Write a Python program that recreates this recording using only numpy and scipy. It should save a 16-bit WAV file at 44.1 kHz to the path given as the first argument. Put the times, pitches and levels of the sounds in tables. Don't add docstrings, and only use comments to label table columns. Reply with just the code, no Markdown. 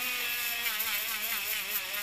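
import sys
import numpy as np
from scipy import signal
from scipy.fft import rfft, irfft, next_fast_len
from scipy.io import wavfile
from scipy.ndimage import map_coordinates

SR = 44100
rng = np.random.default_rng(int(sys.argv[2]) if len(sys.argv) > 2 else 0)


def dump_mix(stems):
    frames = np.atleast_2d(stems).T
    limited = np.clip(frames, -1, 1)
    pcm = np.round(limited * 32767).astype(np.int16)
    wavfile.write(sys.argv[1], SR, pcm)


N = 89258

# t/s, f/Hz
SHAFT_HZ = [(0, 245), (.05, 251.2), (.24, 242.7), (.27, 239.6), (.39, 241.9), (.48, 236.8), (.6, 235.8),
            (.65, 240.1), (.72, 215.7), (.77, 210.4), (.86, 229.6), (.92, 206.8), (.96, 203.7),
            (1.06, 222.2), (1.09, 232), (1.16, 213), (1.19, 208.8), (1.23, 213.9), (1.29, 231.6),
            (1.33, 228.7), (1.36, 209.8), (1.4, 198.1), (1.42, 195.8), (1.52, 220), (1.58, 210.1),
            (1.635, 186.4), (1.7, 205.7), (1.74, 216), (1.8, 191.5), (1.87, 183.5), (1.95, 205.8),
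            (2.02, 205)]
# t/s, level/dB
HUM_FIRST_DB = [(0, -51.5), (.04, -54), (.15, -57.5), (.3, -62), (.34, -67.5), (.42, -60), (.6, -59.5),
                (.72, -58.5), (.96, -58.5), (1.02, -68), (1.09, -57), (1.22, -60.5), (1.33, -55),
                (1.44, -62), (1.5, -73), (1.55, -58.5), (1.79, -62), (1.87, -77), (1.96, -60.5)]
# t/s, level/dB
HUM_THIRD_DB = [(0, -44), (.04, -60), (.22, -57), (.48, -60.5), (.54, -46.5), (.58, -56), (.75, -63),
                (.8, -56), (.89, -67), (1, -53.5), (1.16, -66), (1.3, -47.5), (1.35, -66), (1.51, -53),
                (1.55, -63), (1.71, -56), (1.78, -66), (1.83, -53.5), (1.94, -53), (2.02, -54)]
# order, level/dB, change when pressed/dB
HUM_ORDERS = [(2, -56, -6), (4, -59, 2.5), (5, -54, -2.5), (6, -56.5, 0), (7, -58, 5)]
# t/s, level/dB
RATTLE_LEVEL_DB = [(0, -37.5), (.2, -33.5), (.5, -34.5), (.61, -33.5), (.7, -34.5), (1.05, -35),
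                   (1.2, -35.5), (1.5, -36.5), (1.66, -37), (1.75, -35.5), (1.87, -34.5), (2.02, -34.5)]
# t/s, level/dB re rattle
WHIRR_DB = [(0, -2), (.25, -3.5), (.45, -7.5), (.75, -7), (1, -6), (2.02, -6.5)]
# f/Hz, level/dB
CASE_COLOUR = [(150, -28), (340, -20.5), (550, -20), (800, -14.5), (1250, -8.5), (1500, -13), (1750, -6.5),
               (2050, -1.5), (2500, -3.5), (2900, -6), (3300, -5), (4500, -14), (7000, -19), (10000, -31),
               (15000, -27)]
# f/Hz, width/Hz, level/dB re colour
CASE_RESONANCES = [(1712, 30, -4), (2530, 130, -2), (3316, 50, -7), (5430, 140, -2)]
# t/s, level/dB
WHINE_DB = [(0, -39), (.06, -38), (.2, -41), (.43, -42.5), (.53, -38), (.59, -44), (.65, -44.5), (.8, -42),
            (1, -41.5), (1.19, -44), (1.27, -41), (1.45, -40.5), (1.56, -39.5), (1.66, -45), (1.75, -41.5),
            (1.8, -46.5), (2.02, -43)]
# f/Hz, level/dB
WHINE_COLOUR = [(800, -18.5), (1600, -10.5), (2150, -3), (2600, 1), (2950, -5), (3300, -6.5), (3800, -8),
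                (5000, -23.5)]
# f/Hz, width/Hz, level/dB re colour
PEN_RESONANCES = [(2608, 114, 12.5), (3302, 50, 4)]
# t/s, level/dB
GRIT_DB = [(0, -41.5), (.04, -39.5), (.2, -42.5), (.37, -42.5), (.4, -37.5), (.47, -37), (.6, -44.5),
           (.67, -36.5), (.78, -43), (.81, -36), (.84, -41), (.87, -38), (.98, -39.5), (1.06, -41),
           (1.1, -36), (1.2, -44), (1.26, -39), (1.33, -38.5), (1.44, -41), (1.53, -37.5), (1.66, -44),
           (1.76, -38), (1.83, -45), (1.9, -44.5), (1.98, -40)]
# f/Hz, level/dB
GRIT_COLOUR = [(400, -27.5), (1300, -11.5), (2000, -1), (4700, -4), (6800, -0.5), (8700, -5), (10600, -4.5),
               (15000, -7)]
# f/Hz, width/Hz, level/dB re colour
WORKPIECE_RESONANCES = [(5380, 204, 0.5), (6800, 120, -1), (7370, 130, -8.5), (7980, 217, -2.5),
                        (9730, 150, 6)]
# t/s, level/dB
CONTACT_DB = [(0.0, -45), (0.02, -36.5), (0.06, -35.5), (0.08, -40), (0.24, -38.5), (0.28, -41),
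              (0.31, -35), (0.36, -38), (0.51, -35.5), (0.6, -44), (0.63, -37.5), (0.68, -34), (0.78, -42),
              (0.805, -28), (0.85, -39.5), (0.87, -31), (0.9, -40.5), (0.96, -33), (0.97, -42.5),
              (0.98, -33.5), (1.06, -36.5), (1.07, -38), (1.09, -34), (1.21, -43.5), (1.245, -31.8),
              (1.28, -38), (1.34, -34.5), (1.35, -43), (1.38, -32), (1.4, -44.5), (1.42, -35), (1.43, -43),
              (1.515, -31), (1.57, -45), (1.61, -36), (1.66, -48), (1.71, -35), (1.72, -36), (1.77, -29.5),
              (1.81, -50), (1.85, -42.5), (1.88, -48), (1.93, -42), (1.95, -30.5), (1.96, -38.5),
              (2.02, -38)]
# f/Hz, level/dB
SIZZLE_COLOUR = [(2000, -26.5), (7000, -10), (10500, -16), (11500, -4.5), (12400, 1), (13500, 0),
                 (15000, 1)]
# f/Hz, width/Hz, level/dB re colour
BURR_RESONANCES = [(11440, 80, 10.5), (11930, 140, 9), (13065, 51, -1.5), (13600, 100, -5),
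                   (14170, 167, -2.5), (14826, 60, -10)]
# f/Hz, level/dB
FLOOR_COLOUR = [(20, -15), (40, -4.5), (60, -3), (85, 2.5), (100, -7), (135, -7.5), (155, -7.5),
                (180, -5.5), (400, -9.5), (560, -7.5), (1000, -2), (5000, -29)]
# t/s, length/s, level/dB, rebound/dB re knock
BITE_EVENTS = [(0.527, 0.0089, -34, 2), (0.652, 0.026, -34.5, -4.5), (1.135, 0.0234, -37, 0),
               (1.314, 0.013, -32.5, -6), (1.526, 0.0097, -29.5, -8), (1.545, 0.025, -34, 2),
               (1.574, 0.027, -39.5, -2), (1.969, 0.023, -42.5, -5)]
# f/Hz, level/dB
KNOCK_COLOUR = [(200, -30), (900, -27), (1300, -15), (1700, -14), (2050, 2), (2300, 0), (2600, -1),
                (2850, -5), (3100, -1.5), (3600, -24), (5000, -17), (15000, -28)]
# t/s, length/s, scrape level/dB, buzz level/dB
STROKE_EVENTS = [(0.654, .105, -37.5, -42.5), (0.862, 0.084, -36, -43.5), (1.1, 0.052, -40.5, -42.5),
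                 (1.315, 0.04, -37.5, -40.5), (1.523, 0.08, -42, -54), (1.744, 0.03, -41, -44.5),
                 (1.956, 0.054, -44.5, -45)]
# f/Hz, level/dB
SCRAPE_COLOUR = [(230, -23.5), (540, -24.5), (850, -12), (1050, -17), (1350, -10), (1600, -9), (2150, 3),
                 (2700, -1.5), (3200, -2.5), (3700, -5), (4400, -6.5), (4900, -21), (8000, -22),
                 (15000, -28)]
# f/Hz, level/dB
BUZZ_COLOUR = [(600, -33), (1000, -12.5), (1300, -1.5), (1450, -3), (1750, -8), (2400, -27)]

STROKE_ATTACK_S, STROKE_RELEASE_S = 0.012, 0.0334


def amp(db):
    return 10 ** (np.asarray(db) / 20)


def unit(x):
    return x / np.sqrt(np.mean(x ** 2) + 1e-20)


def curve(rows):
    return np.interp(np.arange(N) / SR, *np.transpose(rows))


def wobble(rate_hz):
    knots = rng.standard_normal(int(N * rate_hz / SR) + 4)
    return map_coordinates(knots, [np.arange(N) * rate_hz / SR], mode="nearest")


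def gate(start_s, length_s, attack_s, release_s):
    t = np.arange(N) / SR - start_s
    return np.clip(t / attack_s, 0, 1) * np.exp(-np.maximum(t - length_s, 0) / release_s)


def body(x, colour, resonances=()):
    size = 2 * next_fast_len(N)
    f = np.fft.rfftfreq(size, 1 / SR)
    hz, db = np.transpose(colour)
    gain = amp(np.interp(np.log(f + 1), np.log(hz), db))
    cepstrum = irfft(np.log(gain))
    cepstrum[1:size // 2] *= 2
    cepstrum[size // 2 + 1:] = 0
    ring = 1 + sum(amp(peak_db) * 1j * f * width_hz / (mode_hz ** 2 - f ** 2 + 1j * f * width_hz)
                   for mode_hz, width_hz, peak_db in resonances)
    return unit(irfft(rfft(x, size) * np.exp(rfft(cepstrum)) * ring)[:N])


def ticks(turns, angle_turns, jitter_s, scatter_db, max_turns=600):
    count = min(int(turns[-1]), max_turns)
    timing, strength = rng.standard_normal((max_turns, 2))[:count].T
    centres = np.interp(np.arange(count) + angle_turns, turns, np.arange(N)) + jitter_s * SR * timing
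    samples = np.floor(centres).astype(int)[:, None] + np.arange(-7, 9)
    offsets = samples - centres[:, None]
    shape = np.sinc(offsets) * np.sinc(offsets / 8)
    pulses = shape * amp(scatter_db * strength[:, None])
    return np.bincount(np.clip(samples, 0, N - 1).ravel(), pulses.ravel(), N)


def scuff(turns, decay_turns):
    return unit(rng.standard_normal(N) * np.exp(-(turns % 1) / decay_turns))


def hum(turns, press, waver_db=3):
    def tone(order):
        return np.sqrt(2) * np.sin(2 * np.pi * (order * turns + rng.random()) + 0.5 * wobble(60))

    overtones = sum(amp(db + press_db * press + waver_db * (wobble(28) - 0.5)) * tone(order)
                    for order, db, press_db in HUM_ORDERS)
    first = amp(curve(HUM_FIRST_DB) + 2 * wobble(40)) * tone(1)
    third = amp(curve(HUM_THIRD_DB) + 2 * wobble(44.97)) * tone(3)
    return first + third + unit(curve(SHAFT_HZ) ** 3) * overtones


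def rattle(turns, press, taps_db=-7.5, press_db=-3):
    taps = unit(ticks(turns, 0, jitter_s=20e-6, scatter_db=2.5))
    for angle_turns in (0.23, 0.41, 0.66, 0.87):
        drifting = turns + 0.02 * wobble(10)
        taps += amp(-2) * unit(ticks(drifting, angle_turns, jitter_s=20e-6, scatter_db=2))
    tapping = amp(taps_db) * body(taps, CASE_COLOUR, CASE_RESONANCES)
    whirr = amp(curve(WHIRR_DB)) * body(scuff(turns, decay_turns=1), CASE_COLOUR, CASE_RESONANCES)
    return amp(curve(RATTLE_LEVEL_DB) + press_db * press) * (tapping + whirr)


def whine(turns):
    pulses = ticks(turns + 0.01 * wobble(40), 0.12, jitter_s=18e-6, scatter_db=2)
    flutter_db = 1.8 * wobble(55)
    return amp(curve(WHINE_DB) + flutter_db) * body(pulses, WHINE_COLOUR, PEN_RESONANCES)


def grinding(turns, grains_per_s=16000, contact_ref_db=-36.5):
    grains = (rng.random((2, N)) < grains_per_s / SR) * rng.standard_normal((2, N))
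    flicker_db = 1.34 * np.cos(2 * np.pi * turns) + 1.1 * wobble(400) + wobble(70)
    coarse, fine = grains * amp(flicker_db)
    hiss = amp(-4.5) * rng.standard_normal(N)
    grit = body(unit(coarse) + hiss, GRIT_COLOUR, WORKPIECE_RESONANCES)
    sizzle = body(fine, SIZZLE_COLOUR, BURR_RESONANCES)
    sizzle_db = -35.5 + 1.21 * (curve(CONTACT_DB) - contact_ref_db)
    return amp(curve(GRIT_DB)) * grit + amp(sizzle_db) * sizzle


def background(level_db=-57):
    return amp(level_db) * body(rng.standard_normal(N), FLOOR_COLOUR)


def bites(turns, rebound_turns=0.421):
    knock, rebound = (body(ticks(turns, angle_turns, jitter_s=28e-6, scatter_db=1.6), KNOCK_COLOUR)
                      for angle_turns in (0, rebound_turns))
    out = np.zeros(N)
    for start_s, length_s, db, rebound_db in BITE_EVENTS:
        envelope = gate(start_s, length_s, attack_s=0.00805, release_s=0.0033)
        out += amp(db) * envelope * unit(knock + amp(rebound_db) * rebound)
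    return out


def scraping(turns):
    drag = amp(-5) * scuff(turns, decay_turns=0.59)
    drag += unit(ticks(turns, 0, jitter_s=20e-6, scatter_db=1.5))
    for angle_turns in (0.29, 0.76):
        drifting = turns + 0.025 * wobble(22)
        drag += amp(-3) * unit(ticks(drifting, angle_turns, jitter_s=15e-6, scatter_db=2))
    scrape = body(drag, SCRAPE_COLOUR)
    buzz = body(ticks(turns, 0.497, jitter_s=30e-6, scatter_db=2.26), BUZZ_COLOUR)
    out = np.zeros(N)
    for start_s, length_s, scrape_db, buzz_db in STROKE_EVENTS:
        envelope = gate(start_s, length_s, STROKE_ATTACK_S, STROKE_RELEASE_S)
        out += envelope * (amp(scrape_db) * scrape + amp(buzz_db) * buzz)
    return out


def room(x, early_t60_s=0.0085, early_db=-14, tail_t60_s=0.15, tail_db=-12.5):
    t = np.arange(SR // 3) / SR
    early = rng.standard_normal(len(t)) * amp(-60 * t / early_t60_s)
    tail = rng.standard_normal(len(t)) * amp(-60 * t / tail_t60_s) * (t > 0.004)
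    response = amp(early_db) * early / np.linalg.norm(early) + amp(tail_db) * tail / np.linalg.norm(tail)
    return x + signal.fftconvolve(x, response)[:N]


def scene():
    turns = np.cumsum(curve(SHAFT_HZ)) / SR
    press = sum(gate(start_s, length_s, STROKE_ATTACK_S, STROKE_RELEASE_S)
                for start_s, length_s, *_ in STROKE_EVENTS)
    motor = hum(turns, press)
    engraving = rattle(turns, press) + whine(turns) + scraping(turns) + bites(turns) + grinding(turns)
    mono = motor + room(engraving) + background()
    return np.array([mono, mono])


def record(dry, cutoff_hz=15060):
    size = next_fast_len(N + SR // 2)
    passband = np.fft.rfftfreq(size, 1 / SR) < cutoff_hz
    return irfft(rfft(dry, size) * passband, size)[:, :N]


dry = scene()
out = record(dry)
dump_mix(out)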